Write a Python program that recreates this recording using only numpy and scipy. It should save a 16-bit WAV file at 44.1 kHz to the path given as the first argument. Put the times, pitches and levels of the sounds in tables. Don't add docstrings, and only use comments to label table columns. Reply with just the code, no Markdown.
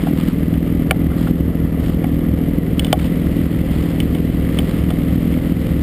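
import sys
import numpy as np
from scipy import signal
from scipy.fft import rfft, irfft
from scipy.io import wavfile
from scipy.ndimage import map_coordinates

SR = 44100
rng = np.random.default_rng(int(sys.argv[2]) if len(sys.argv) > 2 else 0)


def transcribe(signal):
    frames = np.atleast_2d(signal).T
    limited = np.clip(frames, -1, 1)
    pcm = np.round(limited * 32767).astype(np.int16)
    wavfile.write(sys.argv[1], SR, pcm)


N = 256662
TIME = np.arange(N) / SR

# time_s, speed_turns_per_s
CRANK_SPEED = [(0.0, 19.91), (0.75, 20.72), (0.95, 20.19), (1.3, 20.77), (1.8, 20.31), (2.95, 20.37),
               (3.1, 20.75), (3.65, 20.04), (4.15, 20.7), (4.6, 20.18), (5.3, 20.75), (5.8, 20.15)]
# time_s, level_db (over a nominal firing)
BANGS = [(.28, 3.5), (1.31, 6), (2.58, 5.5), (2.78, 3.5), (5.52, 4.5)]
# frequency_hz, gain_db
PUFF_SPECTRUM = [(30, -50), (60, -60), (130, -30), (165, -1), (215, -2), (285, -1), (335, -7), (400, -23.5),
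                 (520, -26.5), (800, -42.5), (1500, -56.5)]
# frequency_hz, width_hz, gain_db
MUFFLER_RESONANCES = [(166.4, 46, -8.5), (180.6, 4.3, 7.5), (249, 9, -1), (281.3, 25, -6)]
# crank_multiple (ratio), level_db (rms)
FLOW_HARMONICS = [(2, -31), (4, -37), (8, -33)]
# frequency_hz, gain_db
GULP_SPECTRUM = [(30, -38), (70, -23.5), (120, -2.5), (175, -1), (225, -11), (350, -13.5), (700, -59)]
# (per Hz, relative)
RUMBLE_SPECTRUM = [(15, -33), (30, -21), (50, 0), (100, 0), (200, -1.5), (290, -0.5), (360, -7.5),
                   (520, -10), (700, -17.5), (950, -31), (2000, -49)]
# (per Hz, relative)
CLATTER_SPECTRUM = [(300, 5.5), (700, -2.5), (950, -2.5), (1200, 2.5), (1550, -3), (2000, 4.5), (2500, -4),
                    (3100, -1.5), (3800, -10), (5000, -14.5), (6000, -24)]
# time_s, gain_db
BODY_SHADE = [(0, 2), (.4, -1.5), (1.8, -4), (2.65, -2.5), (2.8, 0.5), (5.8, 1)]
# frequency_hz, t60_s, gain_db
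PLASTIC_MODES = [(500, 0.037, -1.5), (639, 0.066, -2), (728, 0.074, -1), (810, 0.064, -3), (1122, 0.042, 0),
                 (1394, 0.024, 4.5), (1740, 0.02, -4), (2250, 0.021, -0.5), (2530, 0.014, -6.5),
                 (2725, 0.018, -15.5), (2997, 0.023, -2), (3180, 0.01, -1), (3450, 0.03, -7),
                 (4830, 0.007, -4)]
# start_s, crack_db, crack_pitch_hz, thud_db (both relative)
GEAR_KNOCKS = [(.0697, -41, 3100, -22.5), (.539, -29.5, 3170, -34), (.9097, -4, 2200, -12),
               (1.117, -33, 1400, -39), (1.271, -32, 1400, -28), (2.042, -24.5, 2220, -25.5),
               (2.7945, -11, 3180, -32), (2.8465, -18, 3200, -31), (2.866, -24, 3200, -36),
               (2.928, -7.5, 3300, -8), (2.995, -22.5, 2100, -51), (4.0025, -16.5, 2750, -45),
               (4.149, -25.5, 2900, -32), (4.588, -14.5, 2950, -26.5), (4.9045, -25, 3130, -25)]
# (per Hz, relative)
FABRIC_SPECTRUM = [(400, 3), (1200, 7), (2400, 1.5), (3200, 6), (4000, -2), (5000, -4), (6000, -15.5)]
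# start_s, length_s, level_db (relative)
JACKET_RUBS = [(0, 0.11, -40.5), (0.159, .18, -38.5), (1.168, 0.083, -35.5), (1.245, .07, -40.5),
               (1.79, 0.17, -41.5), (2.98, 0.1, -36.5), (3.7, 0.237, -42), (4.496, 0.32, -42.5)]
# pitch_hz, level_db (rms, before the swell), wander_hz
SLED_TONES = [(37.4, -37.5, .5), (60, -31, .5), (69.6, -26, .5), (74.8, -26, 1.2), (109, -31, 1.5),
              (112.3, -31, 1.5), (259, -35, 2.5), (388, -41, 3), (452, -40, 3.5), (510, -43, 5),
              (527, -44, 6)]

BEFORE_BANG_DB = 0.5
EXHAUST_DB, EXHAUST_START_DB, EXHAUST_SETTLE_S = -17, 5.5, 0.42
CRACK_OCTAVES = 0.47
CONTACT_S = 0.00043
THUD_HZ, THUD_FALL_DB_PER_OCTAVE = 760, 11
SCRAPE_DB, SCRAPE_DECAY_S = -2.5, 0.0021
SNAP_DB, SNAP_DECAY_S = -3, 0.00077
RUB_EDGE_S, RUB_SLIPS_PER_S, RUB_SLIP_DB = 0.016, 32, 1.7
DRONE_START_DB, DRONE_RISE_S, DRONE_FULL_S = -5.5, 0.21, 0.52
TOP_HZ = 15400


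def exhaust(turns):
    strong = firings(turns, angle=0, scatter_db=1.8, jitter_s=.00025, hard=BANGS)
    weak = firings(turns, angle=.51, scatter_db=4, jitter_s=.0004)
    puffs = colour(strong + undb(-2.5) * weak, PUFF_SPECTRUM)
    ring = sum(undb(db) * resonate(puffs, hz, width_hz) for hz, width_hz, db in MUFFLER_RESONANCES)
    flow = sum(level(np.cos(2 * np.pi * round(k) * turns), db) for k, db in FLOW_HARMONICS)
    settling_db = EXHAUST_DB + EXHAUST_START_DB * np.exp(-TIME / EXHAUST_SETTLE_S)
    return -level(puffs + ring, -2.07) * undb(settling_db) - flow


def intake(turns):
    gulps = firings(turns, angle=-.115, scatter_db=2, jitter_s=.0004)
    return -level(colour(gulps, GULP_SPECTRUM), -28.5)


def turbulence(turns):
    strong_swell = .55 * once_a_turn(turns, at=-.1, width=.13)
    weak_swell = .55 * once_a_turn(turns, at=.58, width=.24)
    rumble = colour(rng.standard_normal(N), RUMBLE_SPECTRUM)
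    return level(rumble * (1 + strong_swell + weak_swell), -23.5)


def clatter(turns):
    impacts = rng.standard_normal(N) * undb(2.0 * walk(420))
    load = 1 + .13 * once_a_turn(turns, at=-.04, width=.1)
    chatter = level(colour(impacts * load, CLATTER_SPECTRUM), -36.5)
    low = signal.sosfiltfilt(signal.butter(2, 1700, fs=SR, output="sos"), chatter)
    treble = chatter - low
    return low + treble * undb(curve(BODY_SHADE))


def gear():
    out = np.zeros(N + SR)
    t = np.arange(SR // 10) / SR
    hz, t60, db = np.transpose(PLASTIC_MODES)
    for s, crack_db, crack_hz, thud_db in GEAR_KNOCKS:
        crack = undb(crack_db) * np.exp(-(np.log2(hz / crack_hz) / CRACK_OCTAVES) ** 2)
        octaves_above = np.maximum(np.log2(hz / THUD_HZ), 0)
        thud = undb(thud_db - THUD_FALL_DB_PER_OCTAVE * octaves_above)

        detuned = hz * (1 + 0.012 * rng.standard_normal(len(hz)))
        phase = rng.random((len(hz), 1))
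        decay = np.exp(-np.log(1000) * t / t60[:, None])
        modes = np.sin(2 * np.pi * (np.outer(detuned, t) + phase)) * decay
        ring = (undb(db) * (crack + thud)) @ modes

        scrape = resonate(rng.standard_normal(len(t)), crack_hz, .7 * crack_hz)
        scrape = undb(crack_db + SCRAPE_DB) * scrape * np.exp(-t / SCRAPE_DECAY_S)
        snap = resonate(rng.standard_normal(len(t)), hz=3600, width_hz=3100)
        snap = undb(crack_db + SNAP_DB) * snap * np.exp(-t / SNAP_DECAY_S)
        contact = 1 - np.exp(-t / CONTACT_S)
        start = int(s * SR)
        out[start:start + len(t)] += (ring + scrape) * contact + snap
    return undb(2.5) * out[:N]


def jacket():
    grains = rng.standard_normal(N) * undb(4.0 * walk(300))
    rub = np.zeros(N)
    for s, length_s, db in JACKET_RUBS:
        edge_distance_s = np.minimum(TIME - s, s + length_s - TIME)
        rub += undb(db) * np.clip(edge_distance_s / RUB_EDGE_S, 0, 1)
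    slips = undb(RUB_SLIP_DB * walk(RUB_SLIPS_PER_S))
    return level(colour(grains, FABRIC_SPECTRUM), 1) * rub * slips


def other_sleds():
    tones = np.zeros(N)
    for hz, db, wander_hz in SLED_TONES:
        cycles = np.cumsum(hz + wander_hz * walk(5)) / SR + rng.random()
        tones += level(np.sin(2 * np.pi * cycles) * undb(1.65 * walk(9.9)), db)
    return tones * undb(curve([(DRONE_RISE_S, DRONE_START_DB), (DRONE_FULL_S, 0)]))


def firings(turns, angle, scatter_db, jitter_s, hard=()):
    chance = rng.standard_normal((160, 2))
    number = np.arange(int(turns[-1] - angle) + 1)
    times = np.interp(number + angle, turns, TIME) + jitter_s * chance[number, 0]
    db = scatter_db * np.clip(chance[number, 1], -2, 1)
    for s, extra_db in hard:
        bang = np.argmin(abs(times - s))
        db[bang - 1], db[bang] = BEFORE_BANG_DB, extra_db
    samples = np.clip(times * SR, 0, N - 1).astype(int)
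    return np.bincount(samples, undb(db), N)


def once_a_turn(turns, at, width):
    return np.exp(-(np.sin(np.pi * (turns - at)) / (np.pi * width)) ** 2)


def resonate(x, hz, width_hz):
    return signal.lfilter(*signal.iirpeak(hz, hz / width_hz, fs=SR), x)


def colour(x, points):
    hz, db = np.transpose(points)
    bins = np.arange(N + 1) * SR / (2 * N)
    gain = undb(np.interp(np.log(bins + 1), np.log(hz), db))
    return irfft(rfft(x, 2 * N) * gain)[:N]


def walk(rate):
    steps = rng.standard_normal(4096)
    return level(map_coordinates(steps, [TIME * rate], order=3), 0)


def curve(rows):
    return np.interp(TIME, *np.transpose(rows))


def level(x, db):
    return x * undb(db) / np.sqrt(np.mean(x ** 2))


def undb(db):
    return 10 ** (np.asarray(db) / 20)


def gain_control(x, threshold, release_s):
    peaks = np.minimum(abs(x[0]), 1)
    excess = np.maximum(peaks / threshold, 1) - 1
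    fade = TIME / release_s
    held = np.exp(np.maximum.accumulate(np.log(excess + 1e-9) + fade) - fade)
    attack = np.exp(-1 / (.004 * SR))
    return x / (1 + signal.lfilter([1 - attack], [1, -attack], held))


def scene():
    turns = np.cumsum(curve(CRANK_SPEED)) / SR
    turns = turns - np.interp(.0372, TIME, turns)
    engine = exhaust(turns) + intake(turns) + turbulence(turns) + clatter(turns)
    sound = engine + gear() + jacket() + other_sleds()
    return np.array([sound, sound])


def record(dry):
    ducked = gain_control(dry, threshold=0.6, release_s=0.046)
    ducked = signal.sosfilt(signal.butter(2, 22, "high", fs=SR, output="sos"), ducked)
    sampled = np.clip(signal.resample_poly(ducked, 12000, SR, axis=1), -1, 1)
    steps = np.repeat(sampled, 4, axis=1)
    held = signal.resample_poly(steps, SR, 48000, axis=1)[:, :N]
    return signal.sosfilt(signal.ellip(10, .2, 80, TOP_HZ, fs=SR, output="sos"), held)


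dry = scene()
out = record(dry)
transcribe(out)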